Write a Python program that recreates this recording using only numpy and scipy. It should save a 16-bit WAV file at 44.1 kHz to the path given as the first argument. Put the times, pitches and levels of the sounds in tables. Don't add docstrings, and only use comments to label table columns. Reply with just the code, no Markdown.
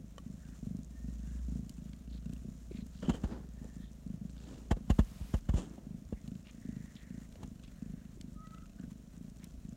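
import sys
import numpy as np
from scipy import signal
from scipy.fft import rfft, irfft, next_fast_len
from scipy.io import wavfile
from scipy.ndimage import map_coordinates

SR = 44100
rng = np.random.default_rng(int(sys.argv[2]) if len(sys.argv) > 2 else 0)


def to_wav(sig):
    pcm = np.clip(np.atleast_2d(sig), -1, 1) * 32767
    pcm = np.round(pcm).astype(np.int16)
    wavfile.write(sys.argv[1], SR, pcm.T)


N = 430416
TIME = np.arange(N) / SR
# f/Hz, level/dB
FINE_HAIR = [(3000, -11.5), (4800, -2), (5600, 2.5), (7200, 7.5), (8000, -0.5), (9600, -3.5), (10600, -29),
             (16000, -18)]


def amp(db):
    return 10 ** (np.asarray(db) / 20)


def unit(x):
    return x / np.sqrt(np.mean(x ** 2) + 1e-20)


def gain(points, hz):
    f, db = np.transpose(points)
    return amp(np.interp(np.log(hz + 1), np.log(f + 1), db))


def curve(points):
    return np.interp(TIME, *np.transpose(points))


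def wobble(rate_hz):
    return map_coordinates(rng.standard_normal(int(N * rate_hz / SR) + 4), [TIME * rate_hz])


def filtered(x, response):
    size = next_fast_len(N + SR // 2)
    return irfft(rfft(x, size) * response(np.fft.rfftfreq(size, 1 / SR)), size)[:N]


def noise(spectrum):
    return unit(filtered(rng.standard_normal(N), lambda hz: gain(spectrum, hz)))


def pulse(spectrum, size=8192):
    cepstrum = irfft(np.log(gain(spectrum, np.fft.rfftfreq(size, 1 / SR))))
    cepstrum[1:size // 2] *= 2
    cepstrum[size // 2 + 1:] = 0
    shape = irfft(np.exp(rfft(cepstrum)))
    return -shape / np.abs(shape).max()


def burst(rise_s, size=8192):
    u = np.arange(size) / SR / rise_s
    return u * np.exp(1 - u)


def add(track, at_s, sound):
    start = int(np.clip(round(at_s * SR), 0, N - 1))
    track[start:start + len(sound)] += sound[:N - start]


def background(hum_hz=58.56, hum_trim_db=-1, room_db=-59, hiss_db=-73):
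    # t/s, level/dB
    hum_levels = [(0, -55.5), (0.6, -52), (0.95, -47.5), (1.1, -42.1), (1.53, -40.5), (1.65, -47),
                  (2.02, -51), (2.12, -42), (2.38, -45), (2.5, -52), (3.3, -48.4), (4.1, -53.5),
                  (4.65, -48.5), (5.85, -59), (7.2, -58), (9.0, -57.5), (9.76, -54)]
    swell_levels = [(4.88, -100), (4.91, -64.5), (5.39, -60.5), (5.42, -100)]
    # f/Hz, level/dB
    room_spectrum = [(20, -18), (32, 4), (44, 8.5), (60, -17), (85, -4), (190, -0.5), (250, -3),
                     (340, -14.5), (520, -16.5), (680, -15), (830, -39.5), (2000, -56), (5000, -47),
                     (15800, -71)]
    hiss_spectrum = [(100, 14.5), (4800, 0), (5600, 5), (7300, 1.5), (8000, -1.5), (9700, 2), (10500, -12),
                     (12000, -3.5), (16000, -5)]
    phase = 2 * np.pi * hum_hz * TIME + 1.43 * wobble(4.6)
    hum = amp(curve(hum_levels) + hum_trim_db + 1.3 * wobble(7.1)) * unit(np.sin(phase))
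    hiss = amp(hiss_db) * noise(hiss_spectrum)
    swell = amp(curve(swell_levels)) * noise([(100, 17.5), (7500, 4), (16000, -2)])
    return hum + amp(room_db) * noise(room_spectrum) + hiss + swell


def hand(level_db=-60, lumps_db=4):
    spectrum = [(18, -30), (32, -3.5), (46, -1), (62, -8.5), (80, -3), (130, -22), (300, -58)]  # f/Hz, level/dB
    return amp(level_db) * unit(amp(lumps_db * wobble(17)) * noise(spectrum))


def surge_db(t, hold_s, onset_db=2, attack_s=0.02, sag_db_per_s=23.5, release_db_per_s=157):
    return -onset_db * np.exp(-t / attack_s) - sag_db_per_s * t - release_db_per_s * max(0, t - hold_s)


def purr_beats(jitter_s=0.0005, scatter_db=1.46, idle_db=-47, idle_scatter_db=3, rasp_db_per_db=0.84):
    surges = [(.003, 0.01, 25.4, -35, -78), (.262, .06, 26, -34.5, -78), (.453, .05, 27.6, -39.5, -68),
              (.628, 0.16, 25, -30, -76), (1.042, 0.041, 24.2, -32, -71), (1.195, 0.34, 25.5, -37, -65),
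              (1.483, .16, 27.5, -32.5, -73), (1.782, .16, 26.5, -36.5, -68),
              (2.077, 0.076, 27.7, -38.5, -68), (2.261, 0.088, 28.8, -33, -60.5),
              (2.451, 0.018, 30.4, -31.5, -77), (2.748, 0.049, 26.6, -30.5, -66),
              (2.991, 0.23, 26, -44, -67), (3.318, 0.23, 23.6, -38.5, -78), (3.577, 0.093, 27, -38.5, -80),
              (3.765, 0.054, 27.3, -35.5, -74), (4.063, .09, 26.2, -32, -73), (4.213, .05, 26, -31.5, -73),
              (4.333, 0.38, 28.1, -40, -62), (4.77, 0.11, 27.3, -35.5, -71),
              (5.115, 0.18, 22.7, -41.5, -68), (5.636, 0.1, 27, -41.5, -74), (5.868, .12, 26.4, -35.5, -78),
              (6.279, 0.053, 26.7, -30.5, -62), (6.545, .04, 27.5, -39, -70), (6.651, 0.17, 26.3, -31, -64),
              (7.106, 0.097, 27.4, -34, -66), (7.443, .09, 27.5, -35.5, -72),
              (7.598, .15, 24.6, -43.5, -62.5), (7.822, .12, 26.2, -33, -65.5), (8.015, .12, 26, -41, -72),
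              (8.202, 0.18, 25.2, -36.5, -72), (8.51, .2, 26.8, -43, -61.5),
              (8.798, 0.12, 25.2, -33.5, -63.5), (9.174, 0.15, 28, -37, -75), (9.399, .08, 28, -41.5, -65),
              (9.649, 0.098, 26.2, -35.5, -66)]
    next_starts = [row[0] for row in surges[1:]] + [np.inf]
    for (start_s, hold_s, rate_hz, peak_db, rasp_db), next_s in zip(surges, next_starts):
        for k, (late, louder, idler) in enumerate(rng.standard_normal((18, 3))):
            t = (k - 1) / rate_hz
            if start_s + t < min(next_s - 1.5 / rate_hz, N / SR):
                driven_db = peak_db + surge_db(t, hold_s) + scatter_db * louder
                db = max(driven_db, idle_db + idle_scatter_db * idler)
                yield start_s + t + jitter_s * late, db, rasp_db + rasp_db_per_db * (db - peak_db)


def purr(gentle_db=-42, hard_db=-33, opening_db=1, snap_db=-20, closing_db=-14, flutter_db=-20):
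    # f/Hz, level/dB
    hard_spectrum = [(20, -32), (50, -9), (85, -13.5), (130, -1), (195, 3.5), (240, 2), (300, -14),
                     (370, -28), (680, -67.5), (850, -44.5), (2000, -69)]
    gentle_spectrum = [(20, -26), (50, 2), (90, -11), (135, -2), (175, 2), (235, -1), (290, -11),
                       (350, -22), (620, -44), (850, -43.5), (2000, -77)]
    snap_spectrum = [(150, -28), (400, 7), (560, -4.5), (700, -1.5), (780, -17), (900, -33), (2500, -39)]
    nose_spectrum = [(300, -19), (600, 15.5), (900, -10), (1500, 10.5), (2000, -9.5), (2700, 10), (3300, 2),
                     (4300, 3), (5200, -3), (8000, 1.5), (11000, -32)]
    tissue_spectrum = [(30, -13), (120, 9.5), (220, 6.5), (330, -12.5), (650, -22), (900, -44),
                       (3000, -51)]
    throat, flutter, puffs = np.zeros((3, N))
    hard, gentle, snap = pulse(hard_spectrum), pulse(gentle_spectrum), pulse(snap_spectrum)
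    index = np.arange(len(hard))
    shake, puff = burst(rise_s=0.013), burst(rise_s=0.0019)
    for (at_s, db, air_db), (airier, tenser, slower) in zip(purr_beats(), rng.standard_normal((320, 3))):
        effort = np.clip((db - gentle_db) / (hard_db - gentle_db), 0, 1)
        shape = effort * hard + (1 - effort) * gentle
        opening = np.interp(index * np.exp(0.051 * tenser), index, shape)
        add(throat, at_s, amp(db + opening_db) * opening)
        add(throat, at_s - .001, effort * amp(db + snap_db + 0.74 * np.tanh(tenser)) * snap)
        open_s = 0.01082 * np.exp(.25 * slower)
        add(throat, at_s + open_s, amp(db + closing_db) * gentle)
        add(flutter, at_s, amp(db + flutter_db) * shake)
        add(puffs, at_s - .003, amp(air_db + 2 * airier) * puff)
    tissue = flutter * noise(tissue_spectrum)
    rasp = amp(1) * puffs * noise(nose_spectrum)
    return throat + tissue + rasp


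def fur(rest_db=-76, soft_trim_db=1, fine_trim_db=-2, soft_db_per_db=0.44, grain_db=2):
    crawls = [(.5, 0.59, -69), (1.336, 1.27, -69), (2.63, 0.69, -69.5), (3.147, 0.74, -69),
              (3.708, .4, -72.5), (4.515, 0.62, -69), (6.851, 1.8, -72)]
    soft_spectrum = [(600, -1.5), (1300, 0.5), (1850, -2), (2350, -5.5), (3000, -4.5), (4200, -5.5),
                     (5000, -26), (7000, -13.5)]
    power = amp(rest_db) ** 2
    for middle_s, length_s, db in crawls:
        swell = np.cos(np.pi * np.clip((TIME - middle_s) / length_s, -.5, .5))
        power = power + (amp(db) * swell) ** 2
    moving_db = 10 * np.log10(power) - rest_db
    soft = amp(soft_db_per_db * moving_db + soft_trim_db) * noise(soft_spectrum)
    fine = amp(moving_db + fine_trim_db) * noise(FINE_HAIR)
    grains = unit(amp(grain_db * wobble(300) + 2.0 * wobble(35)))
    return amp(rest_db) * grains * (soft + fine)


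def crackle(rate_hz=22, base_db=-67, spread_db=3.5):
    snaps = np.zeros(N)
    snap = burst(rise_s=0.00048, size=512)
    gaps, sizes = rng.standard_exponential((400, 2)).T
    for at_s, size in zip(np.cumsum(gaps) / rate_hz, sizes):
        if at_s < N / SR:
            add(snaps, at_s, amp(base_db + spread_db * min(size, 3)) * snap)
    return snaps * noise(FINE_HAIR)


def tap(at_s=0.181, gain_db=-42, attack_s=0.00034):
    modes = [(536, 2.5, 0.014), (1140, -2.5, 0.039), (1320, -11, 0.035), (1840, -6, 0.017),
             (2430, -14, 0.019), (3020, -3, 0.02), (6060, -11, 0.018), (7200, -10, 0.015)]
    track, t = np.zeros(N), TIME[:SR // 4]
    ring = sum(amp(db - 60 * t / t60_s) * np.sin(2 * np.pi * (hz * t + rng.random()))
               for hz, db, t60_s in modes)
    add(track, at_s, amp(gain_db) * (1 - np.exp(-t / attack_s)) * ring)
    return track


def ticks(width_oct=0.82, skirt_db=-17, size=2048):
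    clicks = [(.1812, -55.5, 4470), (1.694, -49.5, 5500), (1.932, -54.5, 2200), (2.334, -56, 5000),
              (2.8647, -58, 7600), (6.277, -56.5, 3860), (6.954, -56, 3300), (7.324, -57, 3840),
              (7.355, -58, 3000), (7.433, -57, 4530), (8.2113, -50, 3900), (9.442, -47.5, 5500)]
    track = np.zeros(N)
    hz = np.fft.rfftfreq(size, 1 / SR) + 1
    envelope = burst(rise_s=0.0012, size=size)
    for at_s, db, pitch_hz in clicks:
        peak = np.exp(-.5 * (np.log2(hz / pitch_hz) / width_oct) ** 2)
        skirt = amp(skirt_db) / (1 + hz / pitch_hz / 2)
        band = unit(irfft(rfft(rng.standard_normal(size)) * (peak + skirt)))
        add(track, at_s, amp(db) * envelope * band)
    return track


def noise_swells(swells, grain_db, grain_hz):
    track = np.zeros(N)
    grains = unit(amp(grain_db * wobble(grain_hz)))
    for start_s, end_s, centre_hz, width_hz, db in swells:
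        size = max(512, round((end_s - start_s) * SR))
        detune = 2 * (np.fft.rfftfreq(size, 1 / SR) - centre_hz) / width_hz
        band = unit(irfft(rfft(rng.standard_normal(size)) / (1 + detune ** 2), size))
        add(track, start_s, amp(db) * signal.windows.tukey(size, .5) * band)
    return grains * track


def whimpers():
    wheezes = [(.36, .58, 1650, 500, -73.5), (1.18, 1.44, 1635, 500, -73.5), (3.5, 3.93, 1808, 149.5, -74),
               (6.14, 6.24, 2030, 453.5, -73), (6.48, 7.36, 1892, 479.7, -71), (7.62, 8.15, 1758, 700, -76),
               (8.52, 8.68, 1300, 120, -67.5), (8.77, 8.86, 1500, 400.7, -68.5)]
    return noise_swells(wheezes, grain_db=3.0, grain_hz=120)


def squeaks(glide_per_s=0.194, waver=0.01, flutter_db=4.5, taper=0.78):
    whistles = [(.86, .36, 1775, -76), (8.33, .25, 1243, -59.5), (8.5, 0.057, 1290, -55),
                (8.38, .3, 1920, -76)]
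    track = np.zeros(N)
    for start_s, length_s, hz, db in whistles:
        t = TIME[:round(length_s * SR)]
        pitch_hz = hz * (1 + glide_per_s * t + waver * wobble(110)[:len(t)])
        swell = signal.windows.tukey(len(t), taper) * amp(db + flutter_db * wobble(42.5)[:len(t)])
        add(track, start_s, swell * np.sin(2 * np.pi * np.cumsum(pitch_hz) / SR))
    return track


def scratches():
    strokes = [(2.08, 2.2, 3870, 1500, -69), (2.69, 2.83, 2360, 698, -67.5), (2.7, 2.85, 3840, 1400, -69),
               (2.92, 3.03, 4180, 1500, -68.5), (3.0, 3.19, 3060, 384, -61), (3.78, 3.92, 3620, 900, -70.5),
               (4.33, 4.64, 1438, 699, -76), (4.33, 4.62, 3700, 2400, -68), (6.44, 6.52, 2680, 2400, -64),
               (6.93, 7.05, 3340, 1500, -69), (7.62, 7.7, 3006, 3036, -64), (9.39, 9.47, 1982, 2420, -66.5)]
    return noise_swells(strokes, grain_db=5.5, grain_hz=210)


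def pats(rise_cycles=1.1, droop_s=0.039):
    touches = [(2.447, 418.5, -46), (2.712, 400, -38), (3.03, 520, -52), (3.645, 490, -48.5),
               (4.768, 574, -45.5), (5.582, 580, -41), (5.779, 670, -48), (6.125, 535, -38.5),
               (7.356, 600, -50.5), (8.172, 400, -49.5)]
    track = np.zeros(N)
    for at_s, hz, db in touches:
        envelope = burst(rise_s=rise_cycles / hz)
        turns = hz * droop_s * (1 - np.exp(-TIME[:len(envelope)] / droop_s))
        add(track, at_s, amp(db) * envelope * np.sin(2 * np.pi * turns))
    return track


def rubs(grain_db=2.0):
    strokes = [(3.028, 0.003, 0.029, -37, -64), (3.085, 0.015, 0.06, -45, -66),
               (3.141, 0.0034, 0.021, -40, -61), (3.245, 0.013, 0.013, -43, -68),
               (3.32, 0.033, 0.056, -41.5, -76), (3.65, 0.03, .03, -54, -88),
               (4.511, 0.071, 0.12, -51, -70), (4.768, 0.0033, 0.015, -49, -78),
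               (5.581, 0.023, 0.041, -38.5, -52), (5.69, 0.064, 0.27, -59, -85),
               (7.42, 0.062, 0.037, -54, -75)]
    # f/Hz, level/dB
    scrape_spectrum = [(90, 0.5), (200, 9.5), (380, 2.5), (600, -5), (1100, -13), (1700, -17),
                       (2300, -25.5), (3000, -27), (5000, -28.5), (10000, -54)]
    brush_spectrum = [(500, -26), (1500, -11), (3000, 5), (4800, -6), (7000, 4.5), (9500, -7.5),
                      (11000, -19), (16000, -23)]
    scrape, brush = np.zeros((2, N))
    for peak_s, rise_s, fade_s, scrape_db, brush_db in strokes:
        from_peak = np.maximum((peak_s - TIME) / rise_s, (TIME - peak_s) / fade_s)
        stroke = np.exp(-from_peak.clip(0, 50))
        scrape += amp(scrape_db) * stroke
        brush += amp(brush_db) * stroke
    grip = unit(amp(grain_db * wobble(350)))
    return grip * (scrape * noise(scrape_spectrum) + brush * noise(brush_spectrum))


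def case_friction(envelope, ring_db, direct_db):
    modes = [(511, 29, 14), (704, 42, 13), (830, 39, 9.5), (1140, 47, 4.5), (1686, 104, 4.5), (2753, 61, 2),
             (3430, 52, -35), (6100, 62, -45), (6650, 57, -37)]
    contact_spectrum = [(100, 2.5), (300, 6.5), (600, 8.5), (1200, 1), (2300, -17), (3000, -5.5),
                        (4900, -25.5), (7000, -11), (10000, -37), (16000, -68)]

    def body(hz):
        return sum(amp(db) * 1j * hz * width_hz / (mode_hz ** 2 - hz ** 2 + 1j * hz * width_hz)
                   for mode_hz, width_hz, db in modes)

    grit = rng.standard_normal(N)
    ring = filtered(envelope * grit, body) / np.std(filtered(grit, body))
    return amp(ring_db) * ring + amp(direct_db) * envelope * noise(contact_spectrum)


def bumps(approach_s=0.0024, grain_db=0.5):
    hits = [(3.082, -50, -20.5, -63), (3.094, -30.5, -17.5, -34), (3.237, -27.5, -26.5, -44),
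            (4.711, -20.5, -24.5, -31), (4.900, -18, -18.5, -32.5), (4.989, -17, -15.5, -34),
            (5.209, -32, -44, -60), (5.338, -22, -24.5, -39.5), (5.489, -21.5, -27.5, -42.5),
            (5.538, -20.5, -27.5, -45.5), (5.78, -58, -39, -60.5), (6.124, -34, -29, -55),
            (7.429, -37.5, -41.5, -50)]
    # f/Hz, level/dB
    thump_spectrum = [(15, -62), (28, -10.5), (42, 6.5), (55, 8.5), (85, 4.5), (125, -5), (190, -4.5),
                      (300, -30), (600, -31), (2000, -65)]
    knock_spectrum = [(40, -29.5), (120, -3), (210, 11), (290, -0.5), (400, -8), (600, -26), (2000, -86)]
    blows, crunch = np.zeros((2, N))
    thump, knock, squeeze = pulse(thump_spectrum), pulse(knock_spectrum), burst(rise_s=0.0041)
    for at_s, thump_db, knock_db, crunch_db in hits:
        add(blows, at_s + .003, -amp(thump_db) * thump)
        add(blows, at_s + 0.00065, amp(knock_db) * knock)
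        add(crunch, at_s - .001, amp(crunch_db) * squeeze)
    touch = signal.windows.exponential(SR // 25, tau=approach_s * SR)
    crunch = signal.fftconvolve(crunch, touch / touch.sum(), "same")
    grains = unit(amp(grain_db * wobble(500)))
    return blows + case_friction(crunch * grains, ring_db=-4.5, direct_db=0.5)


def scene():
    cats = purr() + whimpers() + scratches() + squeaks() + ticks() + pats() + fur() + crackle()
    handling = bumps() + rubs() + tap() + hand()
    return (cats + handling + background())[None]


def record(dry):
    low_hz, top_hz = 20, 15850
    bass_cut = signal.butter(2, low_hz, "highpass", fs=SR, output="sos")
    return filtered(signal.sosfilt(bass_cut, dry[0]), lambda hz: hz < top_hz)[None]


dry = scene()
out = record(dry)
to_wav(out)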